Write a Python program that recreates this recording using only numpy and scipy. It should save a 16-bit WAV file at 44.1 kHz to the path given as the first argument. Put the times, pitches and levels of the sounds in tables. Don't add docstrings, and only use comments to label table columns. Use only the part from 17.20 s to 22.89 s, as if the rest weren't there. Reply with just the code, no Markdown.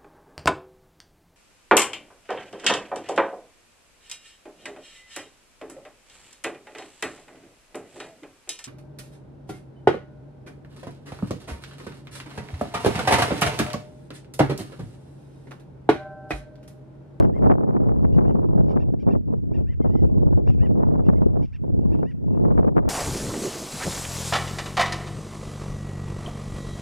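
import sys
import numpy as np
from scipy import signal
from scipy.fft import rfft, irfft, next_fast_len
from scipy.io import wavfile
from scipy.ndimage import uniform_filter1d, minimum_filter1d, map_coordinates

SR = 44100
rng = np.random.default_rng(int(sys.argv[2]) if len(sys.argv) > 2 else 0)


def master_out(mix):
    frames = np.transpose(np.atleast_2d(mix))
    ceiling = np.clip(frames, -1, 1)
    pcm = np.round(ceiling * 32767).astype(np.int16)
    wavfile.write(sys.argv[1], SR, pcm)


N = 250929

# (time [s], air speed as eddies passing per second [Hz])
BREEZE = [(0.0, 559.2), (0.135, 284), (0.24, 450.9), (0.32, 476), (0.37, 350.2), (0.52, 390.8),
          (0.68, 393.9), (0.75, 305.5), (0.85, 385.3), (0.925, 303.6), (0.98, 409.1), (1.06, 411.1),
          (1.29, 338.7), (1.47, 323.2), (1.53, 387.6), (1.63, 316.2), (1.78, 245.5), (1.85, 249.9),
          (1.89, 370.3), (1.97, 335.3), (2.02, 174.5), (2.13, 310.1), (2.22, 206.3), (2.38, 341.7),
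          (2.46, 209.9), (2.57, 190.5), (2.7, 280.9), (2.92, 306.1), (3.02, 359.5), (3.24, 279.5),
          (3.35, 255.2), (3.43, 336.2), (3.73, 355), (3.96, 313), (4.23, 316), (4.265, 155), (4.37, 134.9),
          (4.45, 285.1), (4.82, 315.1), (4.89, 204.8), (4.98, 205), (5.05, 270.2), (5.17, 330.1),
          (5.29, 479.8), (5.35, 384.5), (5.415, 344.8), (5.47, 380.3), (5.54, 279.5), (5.59, 389.5),
          (5.64, 291), (5.69, 343.4)]
# (start [s], air speed factor [ratio], length [s])
BUFFETS = [(0.093, 1.34, 0.01), (0.22, 1.16, .01), (0.26, 1.17, 0.017), (0.298, 1.3, 0.036),
           (0.685, 1.18, 0.011), (0.844, 1.42, 0.011), (0.963, 1.096, 0.014), (0.983, 1.27, 0.017),
           (1.243, 1.32, 0.0096), (1.36, 1.35, 0.054), (1.56, 1.3, 0.024), (1.738, 1.57, .013),
           (1.83, 1.4, 0.0082), (1.866, 1.45, 0.025), (1.949, 1.3, 0.022), (2.112, 1.15, .01),
           (2.136, 1.35, 0.0086), (2.597, 1.67, 0.02), (2.644, 1.69, 0.038), (2.696, 1.16, .022),
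           (2.751, 1.555, 0.013), (2.818, 1.6, 0.034), (2.972, 1.283, 0.012), (3.016, 1.09, .012),
           (3.068, 1.125, 0.015), (3.126, 1.41, 0.017), (3.175, 1.377, 0.031), (3.273, 2.09, 0.0082),
           (3.286, 1.41, 0.023), (3.6, 1.3, 0.0094), (3.631, 1.25, .012), (3.739, 1.285, 0.029),
           (3.793, 1.16, 0.011), (3.886, 1.58, 0.017), (3.928, 1.53, 0.01), (4.017, 1.59, 0.02),
           (4.061, 1.35, 0.013), (4.166, 1.486, 0.0086), (4.208, 1.2, 0.023), (4.436, 1.23, 0.012),
           (4.59, 1.18, .012), (4.653, 1.514, 0.0073), (4.743, 1.3, 0.025), (4.785, 1.155, .02),
           (4.829, 1.64, 0.018), (4.851, 1.48, .014), (5.106, 1.197, 0.027), (5.375, 1.4, 0.029),
           (5.429, 1.35, 0.0062), (5.466, 1.34, 0.03), (5.564, 1.44, 0.038), (5.677, 1.37, 0.0083)]
# (time [s], size against the usual eddy [ratio])
EDDY_SIZE = [(0, 0.86), (.25, 1.06), (.42, 0.87), (.9, 0.99), (1.92, 1.045), (2.67, 0.92), (2.83, 1.246),
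             (3.1, 1.087), (3.35, 1.047), (3.6, 1.054), (4.36, .95), (4.66, 1.108), (4.9, 0.91),
             (5.35, 1.204), (5.52, 0.88)]
# (frequency [Hz], density [dB])
TURBULENCE_SPECTRUM = [(20, 0.5), (70, -2.5), (150, -0.5), (280, -6), (450, -11), (700, -20), (1100, -34),
                       (1700, -56), (2600, -90), (4000, -92.5), (7000, -120)]
# (frequency [Hz], density [dB])
SPIT_SPECTRUM = [(100, -12.5), (400, 14), (800, 10), (1300, -3.5), (2100, -18), (3100, -36), (3800, -49.5),
                 (5500, -69.5), (7000, -97.5)]
# (time [s], level [dB])
DEEP_LEVEL = [(0, -15), (.15, -31), (.27, -16), (.4, -37), (.52, -37.5), (.7, -20), (1.05, -22),
              (1.25, -26.5), (1.4, -22), (1.7, -25.5), (1.78, -34), (1.93, -22.5), (2.04, -29.5),
              (2.68, -23), (2.88, -22.5), (3.45, -23), (3.63, -23), (4.13, -21), (4.34, -34), (4.69, -20),
              (4.92, -37), (5.38, -18.5), (5.53, -28), (5.69, -20)]
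# (frequency [Hz], density [dB])
DEEP_SPECTRUM = [(15, -25.5), (30, -7), (55, -1.5), (85, -2), (115, -4.5), (160, -16), (300, -54.5),
                 (600, -120)]
# (time [s], level [dB])
HISS_LEVEL = [(0, -71), (2.402, -68.5), (3.299, -66.5), (5.199, -66), (5.38, -64), (5.43, -69.5)]
# (frequency [Hz], density [dB])
WASH_SPECTRUM = [(30, 10.5), (150, 18.5), (400, 10), (1000, 4), (2500, -8.5), (3400, -14), (4300, -17.5),
                 (6000, -15), (8500, -20.5), (12000, -19), (14000, -37.5)]
# (time [s], level [dB])
SNAPS = [(.026, -15), (.274, -22), (.309, -16), (.318, -9), (.339, -20), (.535, -29), (.645, -34),
         (.686, -29), (.851, -16.5), (.979, -22.5), (.99, -16), (1.574, -15.5), (1.954, -23.5),
         (2.137, -34.5), (2.845, -27.5), (3.276, -23), (3.632, -29), (3.752, -28), (3.794, -28),
         (3.89, -22.5), (3.937, -24), (4.023, -26.5), (5.379, -15.5), (5.4, -25), (5.432, -24),
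         (5.477, -24), (5.487, -26), (5.581, -7.5), (5.59, -16), (5.683, -20)]
# (frequency [Hz], density [dB])
SNAP_SPECTRUM = [(100, -30.5), (300, -9), (700, 4), (1300, -1), (2100, -17), (3100, -34), (4000, -47.5),
                 (7000, -66), (12000, -85)]
# (frequency [Hz], gain [dB])
THROAT = [(700, -23), (1400, -1.5), (1900, 3), (2300, 7), (2800, 5), (3150, -1.5), (3350, -1), (3650, 7.5),
          (3950, -10), (4250, 3.5), (4550, 1.5), (4800, 3.5), (5500, 5), (6150, -5.5), (6450, -14.5),
          (7300, -14), (8500, -15), (9500, -21), (12000, -20.5), (13500, -29.5)]
# (time of top [s], top pitch [Hz], level [dB], brightness [dB], tail against kip [dB])
KIPS = [(0.033, 1067, -64.5, 2.5, -20), (0.942, 981, -68.5, 2.5, -17), (1.507, 776.6, -68, 5.5, -14),
        (1.614, 923.6, -64, -2, -27), (1.811, 806.7, -70, 3.5, -28), (1.916, 918.3, -63.5, -5, -28.5),
        (2.352, 942, -65, -5, -11), (3.288, 944.4, -60, 0, -12), (3.864, 706, -71, 2.5, -19),
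        (4.241, 801.6, -68, 3.5, -16), (4.347, 921.4, -61.5, -4.5, -35), (4.738, 906.5, -65, -4.5, -15)]
# (frequency [Hz], time to fall 60 dB [s])
SHORE_DECAY = [(500, .3), (2500, 0.37), (9000, 0.056)]
# (time of top [s], rise [s], top pitch [Hz], level [dB], low partials [dB], high ones [dB], sheen [dB])
CRIES = [(0.171, 0.048, 1073, -74.5, 12.5, -12.5, 19), (1.096, 0.043, 995, -70.5, 2, -23.5, 15),
         (2.519, 0.056, 1022, -70, 9, -18.5, 7), (3.45, 0.061, 988.2, -63, 5, -21, 11),
         (3.974, 0.034, 1060, -83.5, 14, -14, -2), (4.899, 0.058, 984.6, -68, 8, -15.5, 6)]
# (time [s], pitch [Hz], level [dB])
THUDS = [(.245, 75, -23), (0.303, 291, -7), (.88, 80, -14.5), (.972, 138.4, -2), (1.565, 260.2, -4),
         (2.31, 240, -21), (2.39, 70.08, -11.5), (2.607, 250.4, -7.5), (2.85, 68.85, -5.5),
         (2.869, 189.5, -18.5), (3.15, 65, -7), (3.294, 60.13, -7.5), (3.414, 79.43, -5),
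         (3.888, 169.1, -3.5), (4.064, 242.4, -3), (4.657, 259.2, -8), (4.70, 74.8, -15),
         (5.383, 269.9, -19), (5.582, 239.6, -10.5)]
# (time of top [s], pitch [Hz], level [dB])
PURE_TONES = [(.784, 2638, -84), (1.282, 2637, -84), (1.732, 2600, -87.5), (1.835, 2662, -80),
              (2.1, 2611, -84), (2.885, 2600, -80), (3.126, 2690, -86), (3.406, 2663, -68.5),
              (3.642, 2696, -81), (3.876, 2778, -70), (4.056, 2766, -78), (4.169, 2700, -84),
              (4.406, 2679, -97.5), (4.627, 2776, -78.5), (4.813, 2770, -74), (4.955, 2659, -84),
              (5.148, 2719, -76)]
# (time [s], pitch [Hz], level [dB], high partials [dB])
WAIL = [(2.6, 961.6, -90.5, -9.5), (2.627, 1068, -70, -15), (2.655, 999, -80.5, -13), (2.687, 876, -79, -9),
        (2.735, 1006, -78.5, -6), (2.775, 1022, -72, -8), (2.81, 983, -79, -3.5), (2.84, 805, -85.5, -6)]
# (time [s], level [dB])
TICKS = [(5.339, -57), (5.45, -57), (5.629, -57), (5.655, -54)]
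# (frequency [Hz], density [dB])
TICK_SPECTRUM = [(1000, -10.5), (4000, 1), (8000, -8.5), (13000, -14)]


def amp(db):
    return 10 ** (np.asarray(db) / 20)


def unit(x):
    return x / np.sqrt(np.mean(x ** 2) + 1e-20)


def along(points, hz):
    f, v = np.transpose(points)
    return np.interp(np.log(hz + 1), np.log(f + 1), v)


def curves(rows):
    times, *columns = np.transpose(rows)
    return [np.interp(np.arange(N) / SR, times, column) for column in columns]


def wobble(rate, size=N):
    knots = rng.standard_normal(size // 16 + 8)
    return map_coordinates(knots, [np.arange(size) * rate / SR], mode="wrap")


def filtered(x, response):
    m = next_fast_len(x.shape[-1] + 8192)
    return irfft(rfft(x, m) * response(np.fft.rfftfreq(m, 1 / SR)), m)[..., :x.shape[-1]]


def noise(spectrum, size=N):
    return unit(filtered(rng.standard_normal((2, size)), lambda hz: amp(along(spectrum, hz))))


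def clicks(rows, spectrum):
    hits = np.zeros(N)
    for at, db in rows:
        hits[round(at * SR)] = amp(db)
    colour = lambda hz: amp(along(spectrum, hz))
    return filtered(hits, lambda hz: colour(hz) / colour(hz).mean())


def arch(top, rise, fall):
    i = np.arange(max(0, int((top - 2 * rise) * SR)), min(N, int((top + 2 * fall) * SR)))
    t = i / SR - top
    return i, t / np.where(t < 0, rise, fall)


def at_ports(a, b, mid_db=-15, mid_rise_hz=620):
    side = (a - b) / np.sqrt(2)
    mid_gain = lambda hz: np.minimum(amp(mid_db) * np.hypot(1, hz / mid_rise_hz), 1)
    mid = filtered((a + b) / np.sqrt(2), mid_gain)
    return np.array([mid + side, mid - side])


def flurries(per_second=48, width_s=.0024, most=.32):
    t = np.arange(-SR // 50, SR // 50) / SR
    hits = (rng.random(N) < per_second / SR) * rng.uniform(.5, 1, N)
    return most * np.tanh(signal.fftconvolve(hits, np.exp(-.5 * (t / width_s) ** 2), "same"))


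def air_speed(base_hz=400, attack_s=.00199, release_s=.005027, overshoot=.13, kick_s=.005, unrest=.06):
    t = np.arange(N) / SR
    eddy_hz, = curves(BREEZE)
    breeze = eddy_hz / base_hz
    step = lambda u: .5 + .5 * np.tanh(u)
    surge = np.zeros(N)
    for at, factor, length in BUFFETS:
        kick = overshoot * np.exp(-((t - at) / kick_s) ** 2)
        held = step((t - at) / attack_s) * step((at + length - t) / release_s)
        surge += (np.log(factor) + kick) * held
    stir = flurries() * np.minimum(breeze / .65, 1) ** 2 / np.maximum(breeze, 1) ** 2
    return breeze * np.exp(np.hypot(surge, stir) + unrest * wobble(rate=70))


def eddy_size(swell=.075, lump=.0687):
    size, = curves(EDDY_SIZE)
    return size * np.exp(swell * wobble(rate=11) + lump * wobble(rate=55))


def spits(per_second=520, scatter_db=7.5):
    hits = (rng.random(N) < per_second / SR) * rng.choice([-1, 1], N)
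    sizes = amp(scatter_db * np.clip(rng.standard_normal(N), -2, 2))
    return unit(filtered(hits * sizes, lambda hz: amp(along(SPIT_SPECTRUM, hz))))


def wind(port_drag=.97, flutter=.23, knee_speed=1.7, spit_db=-30, gain_db=-16, low_cut_hz=105):
    speed = port_drag * air_speed()
    size = eddy_size()
    push = uniform_filter1d(np.clip(speed, .38, 1.8), size=90)
    ports = []
    for field in noise(TURBULENCE_SPECTRUM, size=2 * N):
        whirls = np.exp(flutter * np.tanh(wobble(rate=200) / 2))
        passing = speed * whirls / size
        passing /= np.sqrt(np.hypot(1, (passing / knee_speed) ** 2))
        rumble = map_coordinates(field, [np.cumsum(passing)], mode="wrap")
        crackle = amp(spit_db) * spits() * np.minimum(speed / size, 1.75) ** 5
        ports.append((rumble + crackle) * (push * whirls) ** 1.72 * size ** 1.82)
    stereo = amp(gain_db) * at_ports(*ports)
    return filtered(stereo, lambda hz: hz ** 3 / np.hypot(hz ** 3, low_cut_hz ** 3))


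def deep_rumble():
    db, = curves(DEEP_LEVEL)
    return at_ports(*noise(DEEP_SPECTRUM) * amp(db))


def background_hiss(width=.93):
    db, = curves(HISS_LEVEL)
    mid, side = noise(WASH_SPECTRUM) * amp(db)
    return np.array([mid + width * side, mid - width * side])


def snaps(far_port=-.14):
    crack = clicks(SNAPS, SNAP_SPECTRUM)
    return at_ports(crack, far_port * crack)


def contour(t, rise, fall, droop=.31, fade_db=12):
    half = np.where(t < 0, rise, fall)
    u = t / half
    haste = (.036 / half) ** .14
    bend = 1 - droop * haste * u ** 2 / np.hypot(1, u ** 2 / 2)
    return bend, amp(-fade_db * np.abs(u) ** 3), np.clip(u, 0, 1) ** 1.5


def tern_voice(hz, low_db, high_db, plunge, sheen_db=0, jitter=.003, rasp=.21, plunge_rasp=.5):
    k = np.arange(1, 14)[:, None]
    place_hz = k * np.maximum.accumulate(hz[::-1])[::-1]
    low = np.clip((2400 - place_hz) / 250, 0, 1)
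    high = np.clip((place_hz - 3200) / 400, 0, 1)
    tilt_db = low_db * low + high_db * high + 2 * (high - low) * plunge
    bill_db = sheen_db * np.exp(-.5 * ((k * hz - 8100) / 1000) ** 2)
    hz = hz * (1 + jitter * (1 + 2 * plunge) * wobble(rate=1200, size=len(hz)))
    phase = 2 * np.pi * np.cumsum(hz) / SR
    partial_db = along(THROAT, np.abs(k * hz)) + tilt_db + bill_db
    stack = np.sqrt(2) * np.sum(amp(partial_db) * np.sin(k * phase), axis=0)
    return stack * (1 + (rasp + plunge_rasp * plunge) * wobble(rate=1100, size=len(hz)))


def kips(rise_s=.022, fall_s=.025, tail_after_s=.033, tail_rise_s=.028, tail_fall_s=.039, tail_ratio=.7):
    out = np.zeros(N)
    for top, pitch, db, bright_db, tail_db in KIPS:
        i, _ = arch(top, rise_s, tail_after_s + tail_fall_s / 2)
        t = i / SR - top
        bend, gain, plunge = contour(t, rise_s, fall_s)
        tail_bend, tail_gain, _ = contour(t - tail_after_s, tail_rise_s, tail_fall_s)
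        hz = pitch * uniform_filter1d(np.maximum(bend, tail_ratio * tail_bend), size=200)
        call = tern_voice(hz, low_db=-2.5 - .57 * bright_db, high_db=-12 + bright_db,
                          plunge=plunge * np.sqrt(gain), sheen_db=.8 * bright_db)
        out[i] += amp(db) * call * np.hypot(gain, amp(tail_db) * tail_gain)
    return out


def echo(x, delay_s=.008, echo_db=-19):
    return filtered(x, lambda hz: 1 + amp(echo_db) * np.exp(-2j * np.pi * hz * delay_s))


def shore(x, near_db=-19, near_t60_s=.16, far_db=-25):
    hz, t, bands = signal.stft(rng.standard_normal((2, SR // 2)), SR, nperseg=256)
    decay = amp(-60 * t / along(SHORE_DECAY, hz)[:, None])
    _, tail = signal.istft(bands * decay, SR, nperseg=256)
    scatter = rng.standard_normal(tail.shape) * amp(-60 * np.arange(tail.shape[1]) / SR / near_t60_s)
    near = amp(near_db) * scatter / np.linalg.norm(scatter[0])
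    far = amp(far_db) * tail / np.linalg.norm(tail[0])
    delayed = np.pad(x, (130, 0))
    return signal.fftconvolve(delayed[None], near + far, axes=1)[:, :N]


def cries(fall_s=.025, push_db=4):
    out = np.zeros(N)
    for top, rise_s, pitch, db, low_db, high_db, sheen_db in CRIES:
        i, _ = arch(top, rise_s, fall_s)
        bend, gain, plunge = contour(i / SR - top, rise_s, fall_s)
        call = tern_voice(pitch * bend, low_db, high_db, plunge, sheen_db)
        out[i] += amp(db + push_db * plunge) * gain * call
    return out


def thuds(half_cycles=1.626, wander=.29, far_port=-.095):
    out = np.zeros(N)
    for at, hz, db in THUDS:
        i, u = arch(at, half_cycles / hz, half_cycles / hz)
        cycles = rng.random() + np.cumsum(hz * np.exp(wander * wobble(hz, size=len(i)))) / SR
        out[i] += amp(db) * np.exp(-2 * u ** 2) * np.sin(2 * np.pi * cycles)
    return at_ports(out, far_port * out)


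def pure_tones(half_s=.024, droop=.03, fade_db=6, waver=.003):
    out = np.zeros(N)
    for top, pitch, db in PURE_TONES:
        i, u = arch(top, half_s, half_s)
        hz = pitch * (1 - droop * u ** 2 + waver * wobble(rate=260, size=len(i)))
        out[i] += np.sqrt(2) * amp(db - fade_db * u ** 2) * np.sin(2 * np.pi * np.cumsum(hz) / SR)
    return out


def wail():
    hz, db, high_db = curves(WAIL)
    i = np.arange(int(WAIL[0][0] * SR), int(WAIL[-1][0] * SR))
    call = tern_voice(hz[i], low_db=5.5, high_db=high_db[i], plunge=0)
    out = np.zeros(N)
    out[i] = call * amp(db[i]) * signal.windows.tukey(len(i), .1)
    return out


def ticks():
    return clicks(TICKS, TICK_SPECTRUM)


def scene():
    terns = amp(-2.5) * (kips() + cries() + wail())
    calls = echo(terns) + pure_tones()
    direct = calls * amp([[-.8], [.8]])
    roost = direct + shore(calls) + background_hiss()
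    return roost + wind() + deep_rumble() + thuds() + snaps() + ticks()


def record(dry, ceiling=.92, top_hz=13700):
    needed = np.minimum(1, ceiling / (np.abs(dry).max(axis=0) + 1e-9))
    held = minimum_filter1d(needed, size=500)
    gain = uniform_filter1d(uniform_filter1d(held, size=250), size=250)
    return signal.sosfilt(signal.cheby1(12, .2, top_hz, fs=SR, output="sos"), dry * gain)


dry = scene()
out = record(dry)
master_out(out)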